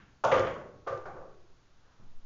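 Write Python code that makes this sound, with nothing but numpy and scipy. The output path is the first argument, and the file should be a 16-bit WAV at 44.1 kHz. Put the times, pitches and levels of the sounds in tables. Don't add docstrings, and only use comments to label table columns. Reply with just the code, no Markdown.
import sys
import numpy as np
from scipy import signal
from scipy.fft import rfft, irfft
from scipy.io import wavfile

SR = 44100
rng = np.random.default_rng(int(sys.argv[2]) if len(sys.argv) > 2 else 0)


def transcribe(signal):
    frames = np.atleast_2d(signal).T
    limited = np.clip(frames, -1, 1)
    pcm = np.round(limited * 32767).astype(np.int16)
    wavfile.write(sys.argv[1], SR, pcm)


N = 99225

# start_s, level_db, ring_db
POCKET_BLOWS = [(0.2377, -23.5, -37.5), (0.2700, -35, -36.5)]
# pitch_hz, level_db, t60_s
POCKET_RESONANCES = [(536, -0.5, 0.61), (591.5, 1, 0.87), (660, -12.5, .6), (697, -9, 0.36),
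                     (788, -1.5, 0.73), (843, -2, 0.77), (889.3, 6.5, 0.33), (1103, 2, 1), (1159, 0.5, .5),
                     (1340, -12, 0.27), (1437, -7.5, .5), (1472, -3.5, 0.58)]
# freq_hz, level_db
POCKET_SPECTRUM = [(50, -41.5), (130, -20.5), (270, -10), (400, -9), (580, 9.5), (900, -1), (1400, -1),
                   (1850, -22), (3400, -18.5), (4100, -32), (7000, -27.5)]

# start_s, level_db, ring_db, tilt_db_per_oct
RETURN_BOUNCES = [(0.3160, -29.5, -39, 0.5), (0.3237, -28.5, -21.5, -1), (0.3470, -39, -40.5, 2.5),
                  (0.3606, -35, -36, -6.5), (0.3790, -37, -35.5, 1.5), (0.3960, -38.5, -27, -4),
                  (0.416, -43.5, -31, 2.5), (0.4350, -47, -35.5, -7), (0.4690, -40.5, -39.5, 1.5),
                  (0.557, -46, -59, -1), (0.6120, -49, -58.5, -6), (0.691, -65, -61.5, -12)]
# pitch_hz, level_db, t60_s
RETURN_RESONANCES = [(373.2, -16, .5), (464.4, -17, 0.71), (514.2, 0.5, 0.26), (536.1, -1.5, 0.31),
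                     (608, -22.5, 0.26), (1135, -17.5, .4), (1195, -5.5, 0.38), (1267, -20, 0.36),
                     (1664, -25, .4), (1802, -17.5, 0.13), (1964, -22.5, .4)]
# freq_hz, level_db
RETURN_SPECTRUM = [(50, -17.5), (130, -18), (270, -7), (500, 6), (750, 0), (1200, 3.5), (1500, -3.5),
                   (2100, -21.5), (3300, -22.5), (4000, -37.5), (7000, -43.5)]
# start_s, level_db, tilt_db_per_oct
RETURN_CLACKS = [(0.315, -38, -3), (0.3209, -37.5, -0.5), (0.34, -43.5, 4.5), (0.3490, -43, -11),
                 (0.3800, -46, 2), (0.447, -48, -4.5), (0.468, -45, -5)]
# freq_hz, level_db
CLACK_SPECTRUM = [(200, -29.5), (1000, -26.5), (1500, 1), (2000, 1), (2600, -6), (3300, -5), (3900, -16.5),
                  (7000, -24)]

# start_s, level_db, ring_db, tilt_db_per_oct
CHANNEL_KNOCKS = [(0.8649, -43, -51, -4), (0.8712, -40.5, -35.5, 3.5), (0.9010, -45, -40.5, -1),
                  (0.9246, -50, -34, 1.5), (0.9660, -57.5, -42, -3.5), (1.1360, -52, -53.5, -9.5),
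                  (1.1640, -49, -55, -3.5), (1.1870, -55.5, -45.5, -7), (1.2130, -54.5, -51.5, -6),
                  (1.2570, -64, -52, -3), (1.29, -69, -70.5, 4)]
# pitch_hz, level_db, t60_s
CHANNEL_RESONANCES = [(366, -14.5, .45), (414, -23, 0.8), (469, -9.5, 0.34), (512, -2, 0.31), (542, 2, 0.2),
                      (657.5, -10, 0.24), (1115, -11, 0.67), (1191, -3, 0.38), (1230, -19.5, 0.2),
                      (1525, -17, 0.5)]
# freq_hz, level_db
CHANNEL_SPECTRUM = [(50, -21.5), (130, -14.5), (250, -20.5), (360, 2), (750, 2.5), (950, 0.5), (1150, 3.5),
                    (1500, -3.5), (2000, -13.5), (3000, -22.5), (4000, -28), (7000, -37)]
# start_s, level_db
BEND_KNOCKS = [(1.0550, -41)]
# freq_hz, level_db
BEND_SPECTRUM = [(60, -9), (160, -4), (250, -17), (350, 1), (520, -6), (760, 5.5), (970, -9), (1140, 3.5),
                 (1280, -6.5), (1480, -2), (1750, -16), (2200, -19.5), (3000, -30.5), (4000, -33.5),
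                 (7000, -37.5)]

# start_s, level_db, ring_db
TABLE_THUMPS = [(0.251, -42, -49.5), (0.321, -44.5, -38), (0.363, -45, -37), (0.394, -49.5, -38.5),
                (0.750, -67, -49.5), (0.903, -64, -41.5), (0.94, -59.5, -43), (1.129, -57.5, -56.5)]
# pitch_hz, level_db, t60_s
TABLE_RESONANCES = [(67.3, -14, 0.55), (105.6, -5, 0.31), (125, 4.5, 0.076), (164, -12, .1)]
# freq_hz, level_db
THUMP_SPECTRUM = [(25, -37), (45, -26), (65, -2.5), (85, -12), (105, 0), (130, 0), (190, -4.5), (300, -20),
                  (800, -41.5)]
# start_s, relative_db
DRY_TICKS = [(0.2500, -30), (0.3955, -32.5), (0.5415, -50.5), (0.5830, -55), (0.9770, -50)]
# freq_hz, level_db
TICK_SPECTRUM = [(500, -22), (2500, 8), (4000, 5), (7000, 3)]

# start_s, level_db
FOOTFALLS = [(1.985, -57.5), (2.054, -66)]
# freq_hz, level_db
FOOT_SPECTRUM = [(30, -4.5), (65, 2), (110, 1), (220, -2), (400, -13.5), (1200, -14.5), (2500, -41),
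                 (7000, -52)]
# freq_hz, level_db
RUSTLE_SPECTRUM = [(100, -13.5), (600, -6.5), (1100, -5), (1500, -1.5), (2200, -19), (5000, -24.5)]
# freq_hz, level_db
SHOT_SPECTRUM = [(30, -3), (65, 1.5), (120, 2.5), (300, -2.5), (550, -15.5), (1100, -7), (1550, -2),
                 (2100, -9), (3300, -14), (4200, -28), (7000, -50)]
# freq_hz, level_db
HISS_SPECTRUM = [(20, -11), (32, -1), (48, -9), (65, -2), (85, -8.5), (105, -5.5), (160, -12), (300, -17),
                 (800, -20), (1300, -20), (1900, -26), (4000, -28.5), (7000, -31)]
# time_s, level_db
RUMBLE_LEVELS = [(0, -68.5), (.95, -62), (1.081, -50), (1.5, -56), (1.95, -55.5), (2.131, -36.5),
                 (2.25, -43)]
# freq_hz, level_db
RUMBLE_SPECTRUM = [(5, 1.5), (10, 1), (18, -11), (30, -31), (60, -63), (400, -100)]
# freq_hz, t60_s
ROOM_DECAY = [(60, 1.1), (250, 0.89), (500, 0.73), (1000, 0.49), (2000, 0.53), (4000, 0.42), (8000, 0.67)]

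TOP_HZ = 7000
ROOM_BUILD_S = 0.0017


def pocket():
    out = np.zeros(N)
    for start_s, level_db, ring_db in POCKET_BLOWS:
        add(out, start_s, knock(POCKET_SPECTRUM, level_db))
        add(out, start_s, ring(POCKET_RESONANCES, ring_db))
    return out


def ball_return():
    out = np.zeros(N)
    for start_s, level_db, ring_db, tilt_db_per_oct in RETURN_BOUNCES:
        add(out, start_s, knock(RETURN_SPECTRUM, level_db, tilt_db_per_oct))
        add(out, start_s, ring(RETURN_RESONANCES, ring_db))
    for start_s, level_db, tilt_db_per_oct in RETURN_CLACKS:
        add(out, start_s, clack(level_db, tilt_db_per_oct))
    return out


def clack(level_db, tilt_db_per_oct, boost_db=3, boost_s=0.0043):
    x = knock(CLACK_SPECTRUM, level_db, tilt_db_per_oct)
    return x * (1 + undb(boost_db) * np.exp(-times(len(x)) / boost_s))


def channel(roll_db=-56, ring_tilt_ratio=1.26, pivot_hz=510):
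    roll = swell(centre_s=1.09, width_s=0.073)
    out = undb(roll_db) * colour(roll, CHANNEL_SPECTRUM, tilt_db_per_oct=-3)
    for start_s, level_db, ring_db, tilt_db_per_oct in CHANNEL_KNOCKS:
        modes = [(hz, db + ring_tilt_ratio * tilt_db_per_oct * np.log2(hz / pivot_hz), t60_s)
                 for hz, db, t60_s in CHANNEL_RESONANCES]
        add(out, start_s, knock(CHANNEL_SPECTRUM, level_db, tilt_db_per_oct))
        add(out, start_s, ring(modes, ring_db))
    for start_s, level_db in BEND_KNOCKS:
        add(out, start_s, knock(BEND_SPECTRUM, level_db))
    return out


def table_body():
    out = np.zeros(N)
    for start_s, level_db, ring_db in TABLE_THUMPS:
        boom = knock(THUMP_SPECTRUM, level_db) + ring(TABLE_RESONANCES, ring_db)
        add(out, start_s, soften(boom, build_s=0.004))
    return out


def ticks():
    impulses = np.zeros(N)
    for start_s, relative_db in DRY_TICKS:
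        add(impulses, start_s, undb([relative_db]))
    return colour(impulses, TICK_SPECTRUM) * SR / TOP_HZ


def player(rustle_db=-69.5):
    out = undb(rustle_db) * colour(swell(centre_s=1.91, width_s=0.081), RUSTLE_SPECTRUM)
    for start_s, level_db in FOOTFALLS:
        add(out, start_s, soften(knock(FOOT_SPECTRUM, level_db), build_s=0.015))
    return out


def background(hiss_db=-65, shot_db=-53.5, shot_age_s=0.028):
    rumble_db = np.interp(times(N), *np.array(RUMBLE_LEVELS).T)
    rumble = undb(rumble_db) * colour(rng.standard_normal(N), RUMBLE_SPECTRUM)
    hiss = undb(hiss_db) * colour(rng.standard_normal(N), HISS_SPECTRUM)
    out = rumble + hiss
    add(out, 0, knock(SHOT_SPECTRUM, shot_db)[int(shot_age_s * SR):])
    return out


def knock(spectrum, level_db, tilt_db_per_oct=0, click_db=12.5, shudder_db=1.5, shudder_s=0.012):
    reverb = room()
    shudder = undb(shudder_db) * rng.standard_normal(SR) * np.exp(-times(SR) / shudder_s)
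    x = reverb + soften(shudder, ROOM_BUILD_S)
    x[0] += undb(click_db)
    return undb(level_db) * colour(x, spectrum, tilt_db_per_oct)


def ring(modes, level_db, build_s=0.0049, boost_db=-0.5, boost_s=0.011):
    t = times(SR)
    x = sum(undb(db) * np.sin(2 * np.pi * hz * t) * decay(t, t60_s) for hz, db, t60_s in modes)
    early_boost = 1 + undb(boost_db) * np.exp(-t / boost_s)
    return undb(level_db) * soften(x, build_s) * early_boost


def room():
    t, bins_hz = times(SR), np.arange(SR // 2 + 1)
    noise = rfft(rng.standard_normal(SR))
    octaves_hz = 62.5 * 2 ** np.arange(8)
    out = np.zeros(SR)
    for centre_hz, weights in zip(octaves_hz, np.eye(len(octaves_hz))):
        band_gain = on_log(bins_hz, np.column_stack([octaves_hz, weights]))
        out += irfft(noise * band_gain) * decay(t, on_log(centre_hz, ROOM_DECAY))
    return soften(out, ROOM_BUILD_S)


def swell(centre_s, width_s):
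    return rng.standard_normal(N) * np.exp(-((times(N) - centre_s) / width_s) ** 2 / 2)


def colour(x, spectrum, tilt_db_per_oct=0, size=16384):
    hz = np.arange(size // 2 + 1) * SR / size
    gain_db = on_log(hz, spectrum) + tilt_db_per_oct * np.log2(np.clip(hz, 200, TOP_HZ))
    cepstrum = irfft(np.log(undb(gain_db)))
    cepstrum[1:size // 2] *= 2
    cepstrum[size // 2 + 1:] = 0
    response = irfft(np.exp(rfft(cepstrum)))
    return signal.fftconvolve(x, response / np.linalg.norm(response))[:len(x)]


def soften(x, build_s):
    return x * (1 - np.exp(-times(len(x)) / build_s))


def decay(t, t60_s):
    return np.exp(-np.log(1000) * t / t60_s)


def on_log(hz, points):
    points_hz, values = np.array(points, float).T
    return np.interp(np.log(np.maximum(hz, 1)), np.log(points_hz), values)


def add(out, start_s, x):
    i = int(start_s * SR)
    out[i:i + len(x)] += x[:len(out) - i]


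def times(samples):
    return np.arange(samples) / SR


def undb(db):
    return 10 ** (np.asarray(db) / 20)


def scene():
    return (pocket() + ball_return() + channel() + table_body() + ticks() + player() + background())[None]


def record(dry, grit_db=-31, grit_highpass_hz=200):
    highpass = signal.butter(2, grit_highpass_hz, "high", fs=SR, output="sos")
    lowpass = signal.butter(30, TOP_HZ, fs=SR, output="sos")
    drive = signal.sosfilt(highpass, dry[0])
    grit = undb(grit_db) * colour(drive * rng.standard_normal(N), TICK_SPECTRUM)
    return signal.sosfilt(lowpass, dry + grit)


dry = scene()
out = record(dry)
transcribe(out)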